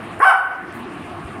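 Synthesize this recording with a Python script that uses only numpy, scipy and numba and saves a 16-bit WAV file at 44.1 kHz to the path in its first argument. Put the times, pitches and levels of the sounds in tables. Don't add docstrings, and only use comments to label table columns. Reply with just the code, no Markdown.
import sys
import numpy as np
from scipy import signal
from scipy.fft import rfft, irfft
from scipy.io import wavfile
from scipy.ndimage import uniform_filter1d, minimum_filter1d
from numba import njit

SR = 44100
rng = np.random.default_rng(int(sys.argv[2]) if len(sys.argv) > 2 else 0)


def gain_from_db(level_db):
    decades = np.asarray(level_db, float) / 20
    return 10 ** decades


def dump(signal):
    limited = np.clip(np.atleast_2d(signal).T, -1, 1)
    pcm = np.round(limited * 32767).astype(np.int16)
    wavfile.write(sys.argv[1], SR, pcm)


N = 61739


def curve(table, hz):
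    points = np.array(table, float)
    return np.interp(np.log(np.maximum(hz, 1)), np.log(points[:, 0]), points[:, 1])


def unit(x):
    return x / np.sqrt(np.mean(x ** 2))


def bell(hz, centre_hz, width_hz):
    return 1 / (1 + (2 * (hz - centre_hz) / width_hz) ** 2)


def shaped(x, gain):
    return irfft(rfft(x) * gain(np.arange(N // 2 + 1) * SR / N), N)


def shaped_noise(gain):
    return shaped(rng.standard_normal(N), gain)


def walk(rate_hz):
    k = int(SR / rate_hz)
    return unit(uniform_filter1d(uniform_filter1d(rng.standard_normal(N), k), k))


def half_octaves(count):
    for hz in 30 * 2 ** (np.arange(count) / 2):
        yield hz, shaped_noise(lambda f: np.cos(np.pi * np.clip(np.log2((f + 1) / hz), -.5, .5)))


# frequency in Hz, level in dB per Hz.
FAN_AIR = [(18, -41.5), (30, -26.5), (92, -8.5), (341, -2.5), (561, -17.5), (1200, -11.5), (5450, -37),
           (9190, -41.5), (15500, -56)]
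# centre in Hz, width in Hz, boost in dB.
FAN_RESONANCES = [(100, 14, 11.5), (346.7, 20, 3.5), (699, 188, 10.5), (1114, 280, 4.5), (1734, 180, 4.5),
                  (2623, 1140, 8.5), (9300, 1600, 9.5), (1996, 410, 2), (6200, 2100, -4)]


def fan():
    level_db, flicker_db, flicker_hz = -32, 2.5, 28.4
    air = sum(noise * gain_from_db(flicker_db * walk(flicker_hz)) for _, noise in half_octaves(19))

    def colour(f):
        peaks_db = sum(db * bell(f, hz, width) for hz, width, db in FAN_RESONANCES)
        return gain_from_db(curve(FAN_AIR, f) + peaks_db)

    return gain_from_db(level_db) * unit(shaped(air, colour))


# centre in seconds, level in dB, pitch in Hz, length in seconds.
PAW_THUDS = [
    (.03, -31.5, 213, 0.015),
    (.63, -30.5, 186, 0.017),
    (.78, -30.5, 237, 0.017),
    (.815, -29.5, 240.6, 0.023),
    (1.2, -33.5, 146, 0.032),
    (1.257, -25.5, 82, 0.0079),
    (1.385, -38.5, 269, 0.018),
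]


def paw_thuds(t):
    out = np.zeros(N)
    for centre, db, hz, length in PAW_THUDS:
        swell = np.exp(-((t - centre) / length) ** 2)
        out += gain_from_db(db) * swell * np.sin(2 * np.pi * hz * (t - centre))
    return out


# start in seconds, level in dB, centre in Hz, decay in seconds.
CLAW_TICKS = [
    (.192, -43, 9600, .014),
    (.7255, -45, 8500, .001),
    (.741, -44, 12500, .001),
    (1.06, -54, 9500, .001),
]


def claw_ticks(t):
    out = np.zeros(N)
    for start, db, hz, decay in CLAW_TICKS:
        burst = np.exp(-np.maximum(t - start, 0) / decay) * (t >= start)
        out += gain_from_db(db) * burst * unit(shaped_noise(lambda f: bell(f, hz, 5000) ** 2))
    return out


# frequency in Hz, level in dB.
VOICE_COLOUR = [(300, -16), (750, 2), (1500, -4.5), (2300, -17), (3000, -26.5), (4000, -41), (6500, -56.5),
                (9500, -52.5)]
# centre in Hz, width in Hz, boost in dB.
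THROAT_RESONANCES = [(1820, 343, 8), (2300, 190, 2), (2738, 130, -14.5), (2826, 416, 15), (4120, 380, -4.5),
                     (5290, 1450, 15), (6700, 1000, -23), (8700, 600, 21)]
MOUTH_WIDTH_HZ, MOUTH_DB = 450, 12


def voice_colour_db(hz, mouth_hz, widen):
    throat = sum(db * bell(hz, centre, width) for centre, width, db in THROAT_RESONANCES)
    mouth = MOUTH_DB * bell(hz, mouth_hz, MOUTH_WIDTH_HZ * widen)
    top_fall = 1.5 * np.maximum(hz - 10000, 0) / 1000
    return curve(VOICE_COLOUR, hz) + throat + mouth - top_fall


# time in seconds, pitch in Hz, effort in dB, mouth resonance in Hz,
# chest tone (extra level of the fundamental) in dB.
BARK_PATH = [
    (.198, 320, -25.5, 1180, 20.5),
    (.207, 400.7, -9.5, 1500, 12),
    (.217, 496.5, -9, 1660, 7.5),
    (0.223, 556.1, 2, 1120, -24),
    (.241, 558.8, 3.5, 1120, -21),
    (.252, 760.7, 3.5, 1620, 0.5),
    (0.295, 759.7, 6.5, 1502, 6),
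    (.314, 628.7, 1.5, 1270, -24.5),
    (0.331, 384.5, -9, 810, -3.5),
]


def bark(t):
    level_db, onset_s, release_s = 4.5, .006, 0.018
    jitter, soft_jitter, shimmer_db = .008, .02, 3.5
    rasp_db, breath_db = -12.5, -37
    path = np.array(BARK_PATH, float)
    pitch, effort_db, mouth_hz, chest_db = (
        uniform_filter1d(np.interp(t, path[:, 0], path[:, k]), size=130) for k in range(1, 5))
    attack = np.clip((t - path[0, 0]) / onset_s, 0, 1)
    release = np.exp(-np.maximum(t - path[-1, 0], 0) / release_s)
    gate = gain_from_db(effort_db) * attack * release

    roughness = soft_jitter * np.clip(-effort_db / 12, .15, 1)
    pitch = pitch * (1 + jitter * walk(70) + roughness * walk(400))
    phase = 2 * np.pi * np.cumsum(pitch) / SR

    def effort_tilt_db(f):
        return 1.6 * effort_db * np.clip(f - 2300, 0, 800) / 1000

    widen = 1 + 0.14 * np.maximum(-effort_db, 0)
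    tone = np.zeros(N)
    for k in range(1, 13):
        db = voice_colour_db(k * pitch, mouth_hz, widen) - MOUTH_DB + effort_tilt_db(k * pitch)
        tone += gain_from_db(db + chest_db * (k == 1)) * np.sin(k * phase + .6 * k * k)

    puff = (1 + np.cos(phase)) * rng.standard_normal(N)
    rasp = unit(shaped(puff, lambda f: gain_from_db(voice_colour_db(f, 1100.0, 1))))
    low_rasp = shaped(rasp, lambda f: 1 / (1 + (f / 2400) ** 8))
    rasp = low_rasp + (rasp - low_rasp) * gain_from_db(effort_tilt_db(3700))
    hiss = unit(shaped(puff, lambda f: bell(f, 9530, 4040) ** 2 + gain_from_db(-25) * bell(f, 13000, 5000)))
    mid_hiss = unit(shaped(puff, lambda f: bell(f, 5320, 1400) ** 2))
    air = hiss + gain_from_db(-14 + effort_tilt_db(2500)) * mid_hiss
    voice = tone * gain_from_db(shimmer_db * walk(270)) + gain_from_db(rasp_db) * rasp + gain_from_db(breath_db) * air
    return gain_from_db(level_db) * gate * voice


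# delay in seconds, level in dB.
FLOOR_AND_WALL_ECHOES = [(.0045, -14.5), (0.013, -10.5), (0.032, -9.5), (.047, -25.5), (.072, -17), (.105, -22.5),
                         (.19, -30.5), (.21, -29.5), (.235, -25)]
# frequency in Hz, time to fall 60 dB in seconds.
ROOM_RING = [(250, 1), (800, 0.45), (1500, 0.58), (3000, 0.54), (6000, .4), (10000, 0.38), (14000, 0.81)]
# frequency in Hz, level in dB, time to fall 60 dB in seconds.
STANDING_WAVES = [(779, -55.5, 0.4), (820, -63.5, 0.51), (996, -64, .3), (1272, -52, 0.54),
                  (1300, -58, 0.47), (1352, -61, 0.31), (1485, -51, 0.5), (1502, -60.5, 0.54),
                  (2810, -52, .3), (3022, -46.5, 0.23), (4560, -53, 0.44), (5450, -69.5, 0.33),
                  (8480, -55.5, 0.27), (10200, -50, .3)]


def room(x, t):
    tail_db, tail_start_s, echo_dull_s_khz = -7, .012, 0.48
    build = np.clip(t / tail_start_s - 1, 0, 1)
    tail = build * sum(noise * gain_from_db(-60 * t / curve(ROOM_RING, hz)) for hz, noise in half_octaves(19))
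    response = gain_from_db(tail_db) * tail / np.sqrt(np.sum(tail ** 2))
    for hz, db, t60 in STANDING_WAVES:
        response += build * gain_from_db(db - 60 * t / t60) * np.sin(2 * np.pi * hz * t)

    def direct_and_echoes(f):
        total = 1
        for delay, db in FLOOR_AND_WALL_ECHOES:
            dulling = 1 + (f * delay / 1000 / echo_dull_s_khz) ** 2
            total = total + gain_from_db(db) * np.exp(-2j * np.pi * f * delay) / dulling
        return total

    return shaped(x, direct_and_echoes) + signal.fftconvolve(x, response)[:N]


def claw_scrape(t):
    start_s, length_s, level_db = .744, .06, -54
    progress = (t - start_s) / length_s
    drag = np.clip(progress * 12, 0, 1) * np.clip(1.3 - progress, 0, 1) * gain_from_db(1.6 * walk(150))
    return gain_from_db(level_db) * drag * unit(shaped_noise(lambda f: bell(f, 12400, 6030)))


def scene():
    t = np.arange(N) / SR
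    mix = room(bark(t), t) + fan()
    mix += paw_thuds(t) + claw_ticks(t) + claw_scrape(t)
    return mix[None]


@njit
def follow(x, up, down):
    y, e = np.empty(len(x)), x[:2000].mean()
    for i in range(len(x)):
        e += (x[i] - e) * (up if x[i] > e else down)
        y[i] = e
    return y


def low_pass(x):
    return signal.sosfilt(signal.butter(12, 15660, fs=SR, output="sos"), x)


def record(dry):
    ahead_s, attack_s, recover_s = .006, .008, 0.059
    knee_db, ratio, bass_hz, bass_squeeze, ceiling = -30, 1.712, 410, 0.57, .88
    sound = dry[0]
    early = np.roll(np.abs(sound), -int(ahead_s * SR))
    envelope = follow(early, 1 / (attack_s * SR), 1 / (recover_s * SR))
    gain = np.minimum(gain_from_db(knee_db) / envelope, 1) ** (1 - 1 / ratio)
    bass = shaped(sound, lambda f: 1 / (1 + (f / bass_hz) ** 4))
    squeezed = gain * (sound - bass + bass * gain ** bass_squeeze)
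    limit = minimum_filter1d(np.minimum(ceiling / (np.abs(squeezed) + 1e-9), 1), size=161)
    limit = uniform_filter1d(uniform_filter1d(limit, size=80), size=80)
    return low_pass((squeezed * limit)[None])


dry = scene()
out = record(dry)
dump(out)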